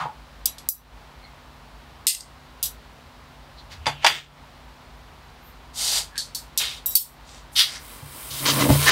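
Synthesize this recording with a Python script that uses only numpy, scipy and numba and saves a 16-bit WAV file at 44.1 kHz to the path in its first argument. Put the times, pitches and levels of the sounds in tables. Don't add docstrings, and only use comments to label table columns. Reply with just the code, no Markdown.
import sys
import numpy as np
from scipy import signal
from scipy.fft import rfft, irfft
from scipy.io import wavfile
from scipy.ndimage import uniform_filter1d, minimum_filter1d
from numba import njit

SR = 44100
rng = np.random.default_rng(int(sys.argv[2]) if len(sys.argv) > 2 else 0)


def bounce(signal):
    frames = np.transpose(np.atleast_2d(signal))
    limited = np.clip(frames, -1, 1)
    pcm = np.round(limited * 32767).astype(np.int16)
    wavfile.write(sys.argv[1], SR, pcm)


N = 392931
EVENT_SAMPLES = SR // 2


def undb(db):
    return 10 ** (np.asarray(db) / 20)


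def unit_energy(x):
    return x / np.sqrt(np.sum(x ** 2))


def unit_rms(x):
    return x / np.std(x)


def add(out, start_s, x):
    i = max(int(start_s * SR), 0)
    out[i:i + len(x)] += x[:N - i]


def colour(x, points, size=2048):
    hz, db = np.transpose(points)
    bins_hz = np.maximum(np.arange(size // 2 + 1) * SR / size, 1)
    gain = undb(np.interp(np.log(bins_hz), np.log(hz), db))
    cepstrum = irfft(np.log(gain))
    cepstrum[1:size // 2] *= 2
    cepstrum[size // 2 + 1:] = 0
    return signal.oaconvolve(x, irfft(np.exp(rfft(cepstrum))))[:len(x)]


def decay(t60_s):
    return np.exp(-np.log(1000) * np.arange(EVENT_SAMPLES) / SR / t60_s)


def ring(modes, detune=0., t60_scale=0.96, count=1):
    t = np.arange(EVENT_SAMPLES) / SR
    out = 0
    for hz, db, t60_s in modes:
        partials_hz = hz * (1 + detune * rng.standard_normal((count, 1)))
        out += undb(db) * decay(t60_s * t60_scale) * np.sin(2 * np.pi * partials_hz * t).sum(axis=0)
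    return out


def grains(scatter_db, per_s, size=N):
    hit = rng.random(size) < per_s / SR
    strength = undb(scatter_db * np.minimum(rng.exponential(size=size), 5))
    return unit_rms(hit * strength * rng.standard_normal(size))


def reflected(x, t60_s, wet_db=-6):
    echoes = unit_energy(rng.standard_normal(EVENT_SAMPLES) * decay(t60_s))
    wet = undb(wet_db)
    return (x + wet * signal.oaconvolve(x, echoes)[:len(x)]) / np.hypot(1, wet)


def push(start_s, attack_s, hold_s, db=0, swell_db=0, release_db_per_s=307):
    t = np.arange(N) / SR - start_s
    rise = np.sin(np.pi / 2 * np.clip(t / attack_s, 0, 1)) ** 2
    held = np.clip((t - attack_s) / hold_s, 0, 1)
    released_s = np.maximum(t - attack_s - hold_s, 0)
    return rise * undb(db + swell_db * held - release_db_per_s * released_s)


# frequency in Hz, relative level in dB.
AIR_SPECTRUM = [(25, -14.5), (52, 17), (70, 5.5), (140, -3.5), (200, -4), (255, -6), (400, -8), (950, -2.5),
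                (1500, -8.5), (2500, -13), (4200, -15), (6300, -24.5), (11000, -30.5), (15500, -31.5)]
# frequency in Hz, rms level in dB.
HUM_TONES = [(49.5, -68.5), (142, -59), (249, -62.5)]


def room_noise(air_rms_db=-46.5):
    t = np.arange(N) / SR
    air = unit_rms(colour(rng.standard_normal(N), AIR_SPECTRUM, size=8192))
    hum = sum(undb(db) * np.sin(2 * np.pi * (hz * t + rng.random())) for hz, db in HUM_TONES)
    return undb(air_rms_db) * air + np.sqrt(2) * hum


# peak time in seconds, 1/e half-length in seconds, resonance in Hz,
# bandwidth per filter pass in Hz, level in dB.
NOISE_SWELLS = [(1.249, 0.0273, 4220, 300, -53.5), (1.26, 0.036, 2120, 200, -55),
                (3.595, 0.0234, 4030, 1160, -47.5), (3.783, 0.095, 78.4, 25, -44),
                (4.014, 0.17, 2860, 806, -47), (4.047, 0.023, 2440, 2540, -33.5),
                (4.061, 0.013, 795, 260, -10.5), (5.477, 0.044, 13400, 2500, -56),
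                (6.173, 0.031, 1675, 200, -40.5), (7.545, 0.019, 9900, 9100, -46.5),
                (8.485, 0.0134, 992, 80, -28), (8.6, 0.059, 1070, 200, -29.5),
                (8.886, 0.018, 1790, 503, -14)]


def noise_swells():
    out = np.zeros(N)
    t = np.arange(EVENT_SAMPLES) / SR - 0.25
    for peak_s, half_length_s, hz, width_hz, db in NOISE_SWELLS:
        resonance = signal.iirpeak(hz, hz / width_hz, fs=SR)
        band = signal.lfilter(*resonance, signal.lfilter(*resonance, rng.standard_normal(len(t))))
        swell = np.exp(-(t / half_length_s) ** 2)
        add(out, peak_s + t[0], undb(db) * unit_rms(band) * swell)
    return out


# start, attack and hold in seconds, level in dB, swell over the hold in dB,
# low-band rise in dB per second, grain scatter in dB.
SLIDES = [ (0, 0.00067, 0.037, -23.5, -6.5, 34, 2), (3.695, 0.027, .005, -41.5, 1, 20, 2),
          (4.08, 0.02, 0.077, -18, -6, 20, 4), (5.723, 0.12, 0.14, -23.5, 2, 26, 0),
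          (6.578, 0.04, 0.16, -24, -17.5, -12, -0.5), (7.228, 0.073, 0.087, -49, -0.5, 5, 3),
          (7.55, 0.019, 0.04, -18.5, 6, 87, 2.5), (7.602, 0.037, 0.12, -38.5, 3, 19, -2)]
# frequency in Hz, relative level in dB.
SLIDE_SPECTRA = [
    [(70, -46), (145, 11), (300, -60), (500, -30), (800, -2.5), (1200, -2.5), (1800, -16), (3100, -19.5),
     (15000, -51.5)],
    [(1000, -7), (2500, 0.5), (4500, 1), (9000, -17.5), (14000, -23)],
    [(300, 2.5), (1200, 0), (2000, 7.5), (3500, 11.5), (4200, 1), (8500, -7), (10500, -28), (15500, -18)],
    [(200, -35), (560, -14), (880, -12), (1200, -17.5), (2300, -13), (3200, -6), (4600, 0.5), (6000, -6),
     (8400, -6), (12000, -14.5), (15500, -25)],
    [(250, -30), (450, -14), (1400, -11.5), (2800, -0.5), (3850, 3), (6000, -9), (9000, -12.5),
     (15500, -25)],
    [(1500, -9.5), (4000, 1), (8000, -4), (11000, -18), (15000, -23.5)],
    [(700, -35.5), (1100, -19.5), (2500, -10.5), (3300, 1.5), (4150, -0.5), (5400, -5), (6700, -17.5),
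     (8500, -15), (11500, -16), (14000, -24), (15500, -24)],
    [(900, -16), (1900, -5), (2700, -10), (3700, -7.5), (5400, -3.5), (6700, -13.5), (8500, -12),
     (15000, -32)],
]


def steel_slides(contacts_per_s=16000, split_hz=3000):
    out = np.zeros(N)
    lowpass = signal.butter(2, split_hz, fs=SR, output="sos")
    for slide, spectrum in zip(SLIDES, SLIDE_SPECTRA):
        start_s, attack_s, hold_s, db, swell_db, low_db_per_s, scatter_db = slide
        i = int(start_s * SR) + np.arange(EVENT_SAMPLES)
        scrape = colour(grains(scatter_db, contacts_per_s, size=len(i)), spectrum)
        low = signal.sosfiltfilt(lowpass, scrape)
        from_mid_hold_s = i / SR - start_s - attack_s - hold_s / 2
        low_gain = undb(np.clip(low_db_per_s * from_mid_hold_s, -12, 3))
        envelope = push(start_s, attack_s, hold_s, db, swell_db)[i]
        out[i] += (scrape - low + low_gain * low) / np.std(scrape) * envelope
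    return reflected(out, t60_s=0.07)


# frequency in Hz, relative level in dB, nominal t60 in seconds.
JUDDER_MODES = [(140.6, 1.5, 0.66), (231, 0.5, 0.081), (246, -9.5, 0.15), (286.7, 4.5, 0.16),
                (342, -4.5, 0.15), (499, -6, 0.13), (588, 8.5, 0.027), (895, -12, 0.097)]
# frequency in Hz, relative level in dB.
RASP_SPECTRUM = [(150, -28), (400, -5), (570, -9), (740, -9), (1030, -0.5), (1350, -3.5), (1800, -6),
                 (2400, -6), (3500, -16), (8000, -34)]
GRIT_SPECTRUM = [(1200, -36), (2300, -8), (3200, 5.5), (4800, 4.5), (6500, -1), (9000, -9.5), (15000, -61)]
HISS_SPECTRUM = [(4000, -47), (7000, -6), (8300, 4.5), (11000, 2), (15500, 1)]
# time in seconds, relative sliding speed in dB.
PULL_SPEED = [(7.79, -34), (7.85, -27), (7.94, -25), (8.03, -31.5), (8.1, -26), (8.17, -20.5), (8.3, -17.5),
              (8.48, -6.5), (8.63, -6), (8.68, -9), (8.705, -4.5), (8.79, -6), (8.9, 0.5)]
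# rub and bite levels in dB at unit speed, speed exponent of the bite.
FRICTION_LAWS = [(-45, -37, 4), (-37.5, -21, 2), (-38.5, -20, 2.07), (-58, -21, 0.92)]
# start, attack and hold in seconds, level in dB, swell over the hold in dB.
JUDDER_BOUTS = [(8.398, 0.017, .25, -34, 15), (8.675, 0.032, 0.012, -11, -3.5)]
# start, attack and hold in seconds, rasp and grit levels in dB.
EDGE_CATCHES = [(8.298, 0.012, 0.09, -59, -35.5), (8.45, 0.0084, 0.046, -24.5, -21),
                (8.558, 0.057, 0.01, -24.5, -27), (8.863, 0.03, 0.023, -18.5, -16.5)]


def tray_drag():
    judder = signal.oaconvolve(grains(scatter_db=3.8, per_s=600), ring(JUDDER_MODES))[:N]
    judder = signal.sosfilt(signal.butter(2, 100, "high", fs=SR, output="sos"), judder)
    judder /= np.sqrt(uniform_filter1d(judder ** 2, size=1024) + 1e-9)
    rasp = unit_rms(reflected(colour(grains(1.5, 3000), RASP_SPECTRUM), t60_s=0.069))
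    grit = unit_rms(reflected(colour(grains(0.85, 7200), GRIT_SPECTRUM), t60_s=0.026))
    hiss = unit_rms(colour(grains(0.75, 20000), HISS_SPECTRUM))
    speed = undb(np.interp(np.arange(N) / SR, *np.transpose(PULL_SPEED), left=-150, right=-150))
    judder_gain, rasp_gain, grit_gain, hiss_gain = (
        np.hypot(undb(rub_db) * np.sqrt(speed), undb(bite_db) * speed ** exponent)
        for rub_db, bite_db, exponent in FRICTION_LAWS)
    for bout in JUDDER_BOUTS:
        judder_gain = np.hypot(judder_gain, push(*bout))
    for start_s, attack_s, hold_s, rasp_db, grit_db in EDGE_CATCHES:
        catch = push(start_s, attack_s, hold_s)
        rasp_gain = np.hypot(rasp_gain, undb(rasp_db) * catch)
        grit_gain = np.hypot(grit_gain, undb(grit_db) * catch)
    return judder * judder_gain + rasp * rasp_gain + grit * grit_gain + hiss * hiss_gain


# start in seconds, peak level in dB, contact time in seconds.
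THUMPS = [(3.869, -26.5, 0.0021), (4.065, -25.5, 0.003), (8.025, -30, 0.0092), (8.311, -34, 0.0096),
          (8.694, -5, 0.0052)]
# frequency in Hz, relative level in dB, nominal t60 in seconds.
TABLE_MODES = [(81.5, -11, 0.83), (113.5, -0.5, 0.23), (142.7, 2.5, 0.58), (272, -6, 0.35), (532, -1, 0.16),
               (667, -11, 0.32), (865, 6.5, 0.2)]


def table_thumps():
    out = np.zeros(N)
    for start_s, peak_db, contact_s in THUMPS:
        boom = signal.oaconvolve(ring(TABLE_MODES), decay(3 * contact_s))
        boom = signal.sosfilt(signal.butter(3, 70, "high", fs=SR, output="sos"), boom)
        add(out, start_s, undb(peak_db) * boom / np.max(np.abs(boom)))
    return out


def contact_spectrum(low_hz, high_hz, tilt_db_per_khz, skirt_db_per_oct, floor_db=-52):
    hz = np.geomspace(50, SR / 2, 96)
    tilt_db = tilt_db_per_khz * np.maximum(hz - low_hz, 0) / 1000
    outside_oct = np.maximum(np.log2(low_hz / hz), 0) + np.maximum(np.log2(hz / high_hz), 0)
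    return np.column_stack([hz, np.maximum(tilt_db - skirt_db_per_oct * outside_oct, floor_db)])


def blows(rows, modes, crack_t60_s, chatter_t60_s, room_t60_s,
          skirt_db_per_oct, detune, body_db, body_t60_scale):
    out = np.zeros(N)
    body = unit_energy(ring(modes, t60_scale=body_t60_scale))
    body_gain = undb(body_db)
    for start_s, db, low_hz, high_hz, tilt_db_per_khz, ring_db, chatter_db, room_db in rows:
        noise = rng.standard_normal((2, EVENT_SAMPLES))
        crack = unit_energy(noise[0] * decay(crack_t60_s))
        chatter = unit_energy(grains(1.0, 7000, size=EVENT_SAMPLES) * decay(chatter_t60_s))
        room = unit_energy(noise[1] * (decay(room_t60_s) - decay(room_t60_s / 8)))
        tail = undb(chatter_db) * chatter + undb(room_db) * room
        tail = (tail + body_gain * signal.fftconvolve(tail, body)[:len(tail)]) / np.hypot(1, body_gain)
        ringing = undb(ring_db) * unit_energy(ring(modes, detune, count=3))
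        spectrum = contact_spectrum(low_hz, high_hz, tilt_db_per_khz, skirt_db_per_oct)
        add(out, start_s, undb(db) * colour(unit_energy(crack + tail + ringing), spectrum))
    return out


# start in seconds, level before filtering in dB, low and high band edges
# in Hz, tilt in dB per kHz, then ring, chatter and room energies in dB relative to the crack.
TRAY_BLOWS = [ (.056, 14.5, 860, 5060, -26, 2.5, -24, -3), (3.858, 9, 1480, 5980, -2.5, -10, 1, -18),
              (3.867, 20, 720, 10000, -2.5, 0, -5, 2), (4.046, 34, 990, 6850, -2, 0.5, 13, -29),
              (4.0648, 44, 1480, 15000, -2.5, -36, -5, -4.5)]
# frequency in Hz, relative level in dB, nominal t60 in seconds.
TRAY_MODES = [(566, -14, .12), (797, -42, 0.22), (864, 4.5, 0.24), (944, 6, 0.2), (1107, 4, 0.15),
              (1870, -54.5, 0.088), (2200, -4.5, 0.15), (3556, 20, 0.046), (4000, -22, 0.17),
              (4790, 16, 0.094), (8200, -1, 0.16), (12300, 6, 0.23), (13300, 11.5, 0.38)]


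def tray_knocks():
    return blows(TRAY_BLOWS, TRAY_MODES, crack_t60_s=0.065, chatter_t60_s=0.061, room_t60_s=0.19,
                 skirt_db_per_oct=10, detune=0.006, body_db=-5.5, body_t60_scale=0.24)


TWEEZER_BLOWS = [ (4.0775, -11.5, 4660, 15800, 2, 3.1, 5, 5.5),
                 (6.8595, -4, 2700, 15000, 1.68, 7.4, 12.5, 6.5),
                 (6.908, 3.5, 4600, 15000, -1.1, 15, -19, 14)]
TWEEZER_MODES = [(3870, 5, 0.14), (5650, -4, 0.47), (7720, 3, .4), (9170, 1, 0.18), (9800, -1, 0.29),
                 (12200, -13, .13), (12800, 8, 0.13), (13600, -0.5, 0.13), (14450, -12, 0.097),
                 (14800, -1, .15)]


def tweezers():
    return blows(TWEEZER_BLOWS, TWEEZER_MODES, crack_t60_s=0.013, chatter_t60_s=0.24, room_t60_s=0.24,
                 skirt_db_per_oct=33.5, detune=0.0031, body_db=1.5, body_t60_scale=0.4)


HANDLE_BLOWS = [ (2.0688, 27, 3005, 10950, 0.6, -2, -8, 4.5), (2.1487, 7, 3000, 8500, 0.6, -17.5, -2, -3),
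                (2.2065, 1, 4700, 7900, -0.2, -12, 9, 3)]
HANDLE_MODES = [(2060, -3, 0.36), (2800, -5, 0.2), (4650, -31.5, 0.14), (5200, 1.5, 0.065),
                (6800, -14.5, 0.14), (8500, -13.5, 0.19), (8950, -0.5, .14), (10050, -4.5, 0.06),
                (12800, -41, 0.051), (13200, 0, 0.12)]
BLADE_BLOWS = [ (6.1575, -4, 1584, 9500, -1.5, -13, -8, 6.8), (6.179, 14, 4160, 11800, -1.84, 0, -20, 3.9),
               (6.3485, 7, 4200, 15000, -0.7, 0, 4, 5), (6.9532, 24.5, 3380, 15400, 0.62, 16, 11, 6)]
BLADE_MODES = [(4584, 9, 0.13), (5350, 1, 0.2), (6140, -1, 0.14), (8150, 3.5, 0.19), (9270, 6.5, 0.16),
               (10020, 5.5, 0.15), (10900, -25, 0.093), (12120, 8, 0.085), (14110, 10.5, 0.155),
               (13200, -8, 0.119)]


def shears():
    handle = blows(HANDLE_BLOWS, HANDLE_MODES, crack_t60_s=0.012, chatter_t60_s=0.015, room_t60_s=0.19,
                   skirt_db_per_oct=29, detune=0.015, body_db=-1.5, body_t60_scale=0.035)
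    blade = blows(BLADE_BLOWS, BLADE_MODES, crack_t60_s=0.0027, chatter_t60_s=0.11, room_t60_s=0.23,
                  skirt_db_per_oct=28, detune=0.0049, body_db=-5.5, body_t60_scale=0.08)
    return handle + blade


SCISSOR_BLOWS = [ (.4565, 10.5, 4220, 15000, .3, 6, 9, -21), (.4608, 4, 2900, 11500, 0.29, -17, -11, 0),
                 (.583, -5.5, 3350, 11500, -1.1, -5, 11.5, 10),
                 (.6882, 18.5, 4870, 13760, 1.2, -3, -26.5, -7),
                 (2.6283, 7.5, 3250, 14500, 0.46, -1.5, 4.5, 11),
                 (2.656, 1.5, 3300, 13000, 0.026, 5, -1, 8), (6.5755, 16, 3900, 13900, -0.55, 0, -3, 6.5)]
SCISSOR_MODES = [(3930, -3.5, 0.3), (5150, 8, .05), (5890, 4, 0.18), (8060, 7, 0.063), (8150, 3, 0.088),
                 (9370, 5.5, 0.017), (12140, 0, 0.12), (11380, 10.5, 0.13), (12700, 1, 0.14),
                 (14350, 12, 0.058), (14660, -22.5, .12)]


def scissors():
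    return blows(SCISSOR_BLOWS, SCISSOR_MODES, crack_t60_s=0.007, chatter_t60_s=0.025, room_t60_s=0.16,
                 skirt_db_per_oct=27.5, detune=0.0034, body_db=-8, body_t60_scale=0.38)


def scene():
    steel = scissors() + shears() + tweezers()
    wood = tray_knocks() + tray_drag() + table_thumps()
    return (steel + wood + steel_slides() + noise_swells() + room_noise())[None]


@njit
def follow_peaks(magnitude, release):
    out, peak = np.empty(len(magnitude)), 0.
    for i in range(len(magnitude)):
        peak = max(magnitude[i], peak * release)
        out[i] = peak
    return out


def record(dry, ceiling=0.94, release_s=0.17, clip_level=0.85, low_cut_hz=38, high_cut_hz=15700):
    x = signal.sosfilt(signal.butter(4, low_cut_hz, "high", fs=SR, output="sos"), dry)
    peak = follow_peaks(np.abs(x[0]), np.exp(-1 / (release_s * SR)))
    gain = ceiling / np.maximum(peak, ceiling)
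    x = x * uniform_filter1d(minimum_filter1d(gain, size=45), size=45)
    x = x / (1 + (x / clip_level) ** 6) ** (1 / 6)
    return signal.sosfilt(signal.ellip(10, .2, 80, high_cut_hz, fs=SR, output="sos"), x)


dry = scene()
out = record(dry)
bounce(out)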